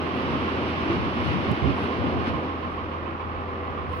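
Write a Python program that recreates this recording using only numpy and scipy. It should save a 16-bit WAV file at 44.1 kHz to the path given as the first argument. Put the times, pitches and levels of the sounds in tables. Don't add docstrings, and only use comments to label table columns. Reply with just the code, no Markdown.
import sys
import numpy as np
from scipy.fft import rfft, irfft, next_fast_len
from scipy.io import wavfile
from scipy.ndimage import uniform_filter1d, map_coordinates

SR = 44100
rng = np.random.default_rng(int(sys.argv[2]) if len(sys.argv) > 2 else 0)


def put_to_file(sound):
    columns = np.atleast_2d(sound).T
    safe = np.clip(columns, -1, 1)
    whole_steps = np.round(safe * 32767)
    wavfile.write(sys.argv[1], SR, whole_steps.astype(np.int16))


N = 176400

CYCLE_HZ, CYLINDERS = 6.972, 6
ENGINE_LEAD_S, ROAR_LEAD_S = 0.00045, 0.00031

# f/Hz, share
LEAD_SHARE = [(250, .05), (600, 0.51), (950, 0.24), (1250, 0.85), (2500, 1), (3500, 0.91)]
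# f/Hz, level/dB
LEFT_OVER_RIGHT = [(40, -10), (100, 16.5), (200, -0.6), (750, -1), (1250, -3.5), (2400, -4), (4400, -4),
                   (8100, 7), (15000, -2)]
# f/Hz, level/dB
BREEZE_COLOUR = [(20, -20), (45, 10.5), (70, 2), (140, -12), (500, -64.5)]
BREEZE_LEVELS = [
    [-55],
    [-50.5],
]
# t/s, half width/s, level/dB
RUSTLE_SWELLS = [(1.27, 0.07, -69), (1.82, 0.055, -65.5), (2.72, .05, -77), (3.99, .055, -64)]
# f/Hz, level/dB
RUSTLE_COLOUR = [(2000, -26), (5000, 2.5), (7600, -10.5), (9500, 2.5), (13000, -13), (15300, -10)]
# t/s, half width/s, level/dB
SIZZLE_SWELLS = [(.175, 0.025, -63), (3.99, .04, -58)]
# f/Hz, level/dB
SIZZLE_COLOUR = [(13000, -25), (15200, -4)]
# t/s, f/Hz, level/dB
HOOT_GLIDES = [
    [(.21, 103.7, -34), (.33, 152.5, -30.5), (.44, 118, -41)],
    [(1.19, 103.7, -39), (1.34, 159, -26), (1.44, 280, -40)],
]
# t/s, half width/s, left level/dB, right level/dB
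WIND_PUFFS = [(1.0, 0.057, -29, -30), (1.31, 0.1, -30.5, -33), (1.504, 0.019, -24, -17),
              (1.642, 0.015, -29, -17), (1.696, 0.034, -39, -20.5), (2.04, 0.039, -23.5, -42),
              (2.19, .04, -27.5, -29), (2.34, 0.037, -44, -29), (3.87, 0.098, -38.5, -37)]
# f/Hz, level/dB
WIND_COLOUR = [(20, -27), (45, -21), (62, -7.5), (78, 6), (120, 2), (170, -1), (280, -9.5), (500, -14.5),
               (1200, -35), (4000, -75.5)]
# t/s, level/dB
HISS_SHAPE = [(0, -41), (.3, -39.5), (.8, -39.5), (1.4, -39.5), (1.9, -40.5), (2.32, -42), (2.52, -44.5),
              (3.2, -47.5), (4, -46.5)]
# f/Hz, level/dB
HISS_COLOUR = [(200, -18.5), (700, -8), (1200, 3.5), (1800, -1.5), (2900, -1), (3700, -10.5), (5400, -20),
               (6500, -33.5), (7700, -49.5), (9300, -34.5), (13000, -56.5), (15500, -46)]
# t/s, half width/s, level/dB
SCRAPE_SWELLS = [(.92, 0.032, -36), (1.27, 0.068, -36.5), (2.28, 0.018, -33.5)]
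# t/s, level/dB
BODY_LEVEL = [(0, -29.5), (1.9, -29), (2.05, -27), (2.37, -31.5), (2.44, -31.5), (2.8, -38), (4, -42.5)]
# f/Hz, level/dB
BODY_COLOUR = [(30, -39.5), (70, -10.5), (130, -7), (185, -3.5), (235, 2), (320, 0.5), (450, -5.5),
               (1000, -11.5), (1500, -18.5), (3000, -73)]
# f/Hz, likeness (0 to 1)
ROAR_ALIKE = [(50, 0.52), (200, 0.92), (480, 0.8), (700, .45), (1300, 0.66), (1600, 0.6), (2100, 0.15),
              (12000, 0.17)]
# t/s, relative level/dB, fade time/s, f/Hz
BUMPS = [(0.852, -22, 0.031, 298), (0.889, -25.5, 0.047, 346.3), (1.158, -24.5, 0.025, 245.5),
         (1.669, -25.5, 0.034, 275), (2.027, -26, 0.012, 228), (2.078, -34, 0.0082, 261),
         (2.271, -20.5, 0.014, 237), (2.353, -22, 0.0071, 237), (3.078, -34.5, 0.039, 336.6)]
# rough f/Hz, relative level/dB
ENGINE_WHINES = [(349, -52), (390, -45), (488, -46.5), (502, -47), (544, -54), (816, -50.5), (962, -52),
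                 (1102, -50), (1185, -52)]
# f/Hz, level/dB
CLATTER_COLOUR = [(25, -31), (45, -24.5), (100, -5.5), (170, -7), (370, -5), (450, -8), (820, -7),
                  (900, -10), (1150, 0), (1450, -11), (2700, -21), (4000, -40), (5500, -55.5),
                  (7600, -72.5), (9300, -62), (13000, -64.5), (15500, -50.5)]
# f/Hz, likeness (0 to 1)
CLATTER_ALIKE = [(250, 0.76), (500, 0.43), (660, 0.14), (820, .6), (1370, 0.49), (1520, 0.78), (2550, 0.46),
                 (3000, 0.32)]
# share of the cycle, relative level/dB
KNOCKING_CYLINDERS = [(0, 0), (1 / 6, -11.5), (.5, -13)]
# f/Hz, level/dB
KNOCK_COLOUR = [(200, -33.5), (800, -11), (1170, -1), (1350, -18), (3000, -19), (6000, -61.5)]
# t/s, relative level/dB
KNOCK_FORCE = [(0, -3.5), (.6, -2.5), (1.2, -4.5), (2.1, -0.5), (2.5, -1.5), (3.22, -2.5), (3.37, -5),
               (3.7, -5.5), (3.92, -1.5)]


def amp(db):
    return 10 ** (np.asarray(db) / 20)


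def unit(x):
    return x / np.sqrt(np.mean(x ** 2) + 1e-20)


def along(points, hz):
    f, v = np.transpose(points)
    return np.interp(np.log(hz + 1), np.log(f + 1), v)


def clock():
    return np.arange(N) / SR


def curve(rows):
    return np.interp(clock(), *np.transpose(rows))


def wobble(rate):
    return map_coordinates(rng.standard_normal(int(N * rate / SR) + 4), [clock() * rate])


def bell(s, width):
    return np.exp(-((clock() - s) / width) ** 2 / 2)


def swells(rows):
    return sum(amp(db) * bell(s, width) for s, width, db in rows)


def filtered(x, response):
    size = next_fast_len(N + SR // 4)
    return irfft(rfft(x, size) * response(np.fft.rfftfreq(size, 1 / SR)), size)[..., :N]


def noise():
    return rng.standard_normal((2, N))


def coloured_noise(colour):
    return unit(filtered(noise(), lambda hz: amp(along(colour, hz))))


def pan_right(db):
    return amp([[-db / 2], [db / 2]])


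def ports(hz, lead_s=ENGINE_LEAD_S):
    left = amp(along(LEFT_OVER_RIGHT, hz) / 2) * np.exp(1j * np.pi * hz * along(LEAD_SHARE, hz) * lead_s)
    return np.array([left, 1 / left])


def distant(pair, colour, lead_s=ENGINE_LEAD_S, alike=ROAR_ALIKE):
    def blend(hz):
        angle = np.arccos(np.clip(along(alike, hz), 0, 1)) / 2
        return amp(along(colour, hz)) * [np.cos(angle), np.sin(angle)]
    mid, side = filtered(pair, blend)
    return unit(filtered(np.array([mid + side, mid - side]), lambda hz: ports(hz, lead_s)))


def distant_tone(hz, phase):
    return np.real(ports(hz)[:, None] * np.exp(1j * phase))


def breeze(swing_db=4):
    lumps = amp(swing_db * np.array([wobble(11), wobble(8)]))
    return amp(BREEZE_LEVELS) * unit(lumps * coloured_noise(BREEZE_COLOUR))


def rustle(flutter_db=3):
    return swells(RUSTLE_SWELLS) * amp(flutter_db * wobble(70)) * coloured_noise(RUSTLE_COLOUR)


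def sizzle():
    return pan_right(db=7) * swells(SIZZLE_SWELLS) * coloured_noise(SIZZLE_COLOUR)


def tick(at_s=1.516):
    spike = amp(-26) * (np.arange(N) == round(at_s * SR))
    return uniform_filter1d(spike, size=2)


def hoots(rough_db=-0.5):
    t, left = clock(), np.zeros(N)
    for glide in HOOT_GLIDES:
        s, hz, db = np.transpose(glide)
        phase = 2 * np.pi * np.cumsum(np.interp(t, s, hz)) / SR + 1.2 * wobble(46)
        level = np.interp(t, s, amp(db)) * (t > s[0]) * (t < s[-1])
        softened = uniform_filter1d(level, size=900)
        left += softened * amp(rough_db * wobble(45)) * np.sin(phase)
    return np.sqrt(2) * np.array([left, np.zeros(N)])


def wind():
    puffs = sum(amp([[left], [right]]) * bell(s, width) for s, width, left, right in WIND_PUFFS)
    return puffs * coloured_noise(WIND_COLOUR)


def roar(widen=1.59, lift_db=5):
    shape = curve(HISS_SHAPE)
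    hiss_db = shape.max() + widen * (shape - shape.max()) + lift_db + 0.5 * wobble(24.24)
    hiss = np.hypot(amp(hiss_db), swells(SCRAPE_SWELLS)) * distant(noise(), HISS_COLOUR, ROAR_LEAD_S)
    body = amp(curve(BODY_LEVEL) + 0.98 * wobble(18)) * distant(noise(), BODY_COLOUR)
    return hiss + body


def bumps(rise_s=0.0062, noise_db=-2):
    swell, ring = np.zeros(N), np.zeros(N)
    for s, db, fade_s, hz in BUMPS:
        age = np.maximum(clock() - s, 0)
        blow = amp(db) * (1 - np.exp(-age / rise_s)) * np.exp(-age / fade_s)
        swell += blow
        ring += blow * np.sin(2 * np.pi * hz * age + 0.6 * wobble(60))
    return 2 * ring + amp(noise_db) * swell * distant(noise(), BODY_COLOUR)


def engine_tones(cycles, drone_hz=62.2, waver_db=3.5, wander_per_khz=0.6):
    angle = 2 * np.pi * cycles
    hum = amp(-39 + 0.85 * wobble(7.9)) * np.sin(2 * CYLINDERS * angle)
    drone = amp(-54.5 + waver_db * wobble(4.3)) * np.sin(2 * np.pi * drone_hz * clock())
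    whines = np.zeros((2, N))
    for hz, db in ENGINE_WHINES:
        order = np.round(hz / CYCLE_HZ)
        phase = order * angle + rng.uniform(0, 2 * np.pi) + wander_per_khz * hz / 1000 * wobble(8)
        whines += amp(db - 2 + waver_db * wobble(4.41)) * distant_tone(hz, phase)
    return np.sqrt(2) * (hum + drone + whines)


def engine_clatter(cycles, level_db=-34.5, repeat_share=0.2, pulse_depth=0.23):
    size = int(SR / CYCLE_HZ)
    place_in_cycle = (cycles % 1 * size).astype(int) % size
    repeating = rng.standard_normal((2, size))[:, place_in_cycle]
    pulsing = 1 + pulse_depth * np.cos(2 * np.pi * CYLINDERS * cycles)
    level = amp(level_db + 0.58 * wobble(5.64))
    burning = np.sqrt(repeat_share) * repeating + np.sqrt(1 - repeat_share) * noise()
    return level * distant(pulsing * burning, CLATTER_COLOUR, alike=CLATTER_ALIKE)


def engine_knock(cycles, rise_s=0.008, fade_s=0.026, ring_hz=1061):
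    power = np.zeros(N)
    for share, db in KNOCKING_CYLINDERS:
        age = (cycles - share) % 1 / CYCLE_HZ
        power += (amp(db) * (1 - np.exp(-age / rise_s)) * np.exp(-age / fade_s)) ** 2
    blow = np.sqrt(power)
    phase = 2 * np.pi * ring_hz * clock() + 0.17 * wobble(25)
    ring = np.sqrt(2) * blow * amp(-29.5) * distant_tone(ring_hz, phase)
    clack = amp(-45) * distant(blow * noise(), KNOCK_COLOUR)
    return amp(curve(KNOCK_FORCE)) * pan_right(db=7.5) * (ring + clack)


def scene():
    cycles = (clock() - 2.484) * CYCLE_HZ + 0.0012 * wobble(2.967)
    engine = engine_tones(cycles) + engine_clatter(cycles) + engine_knock(cycles)
    return engine + roar() + bumps() + wind() + hoots() + breeze() + rustle() + sizzle() + tick()


def record(dry):
    return filtered(dry, lambda hz: hz < 15800)


dry = scene()
out = record(dry)
put_to_file(out)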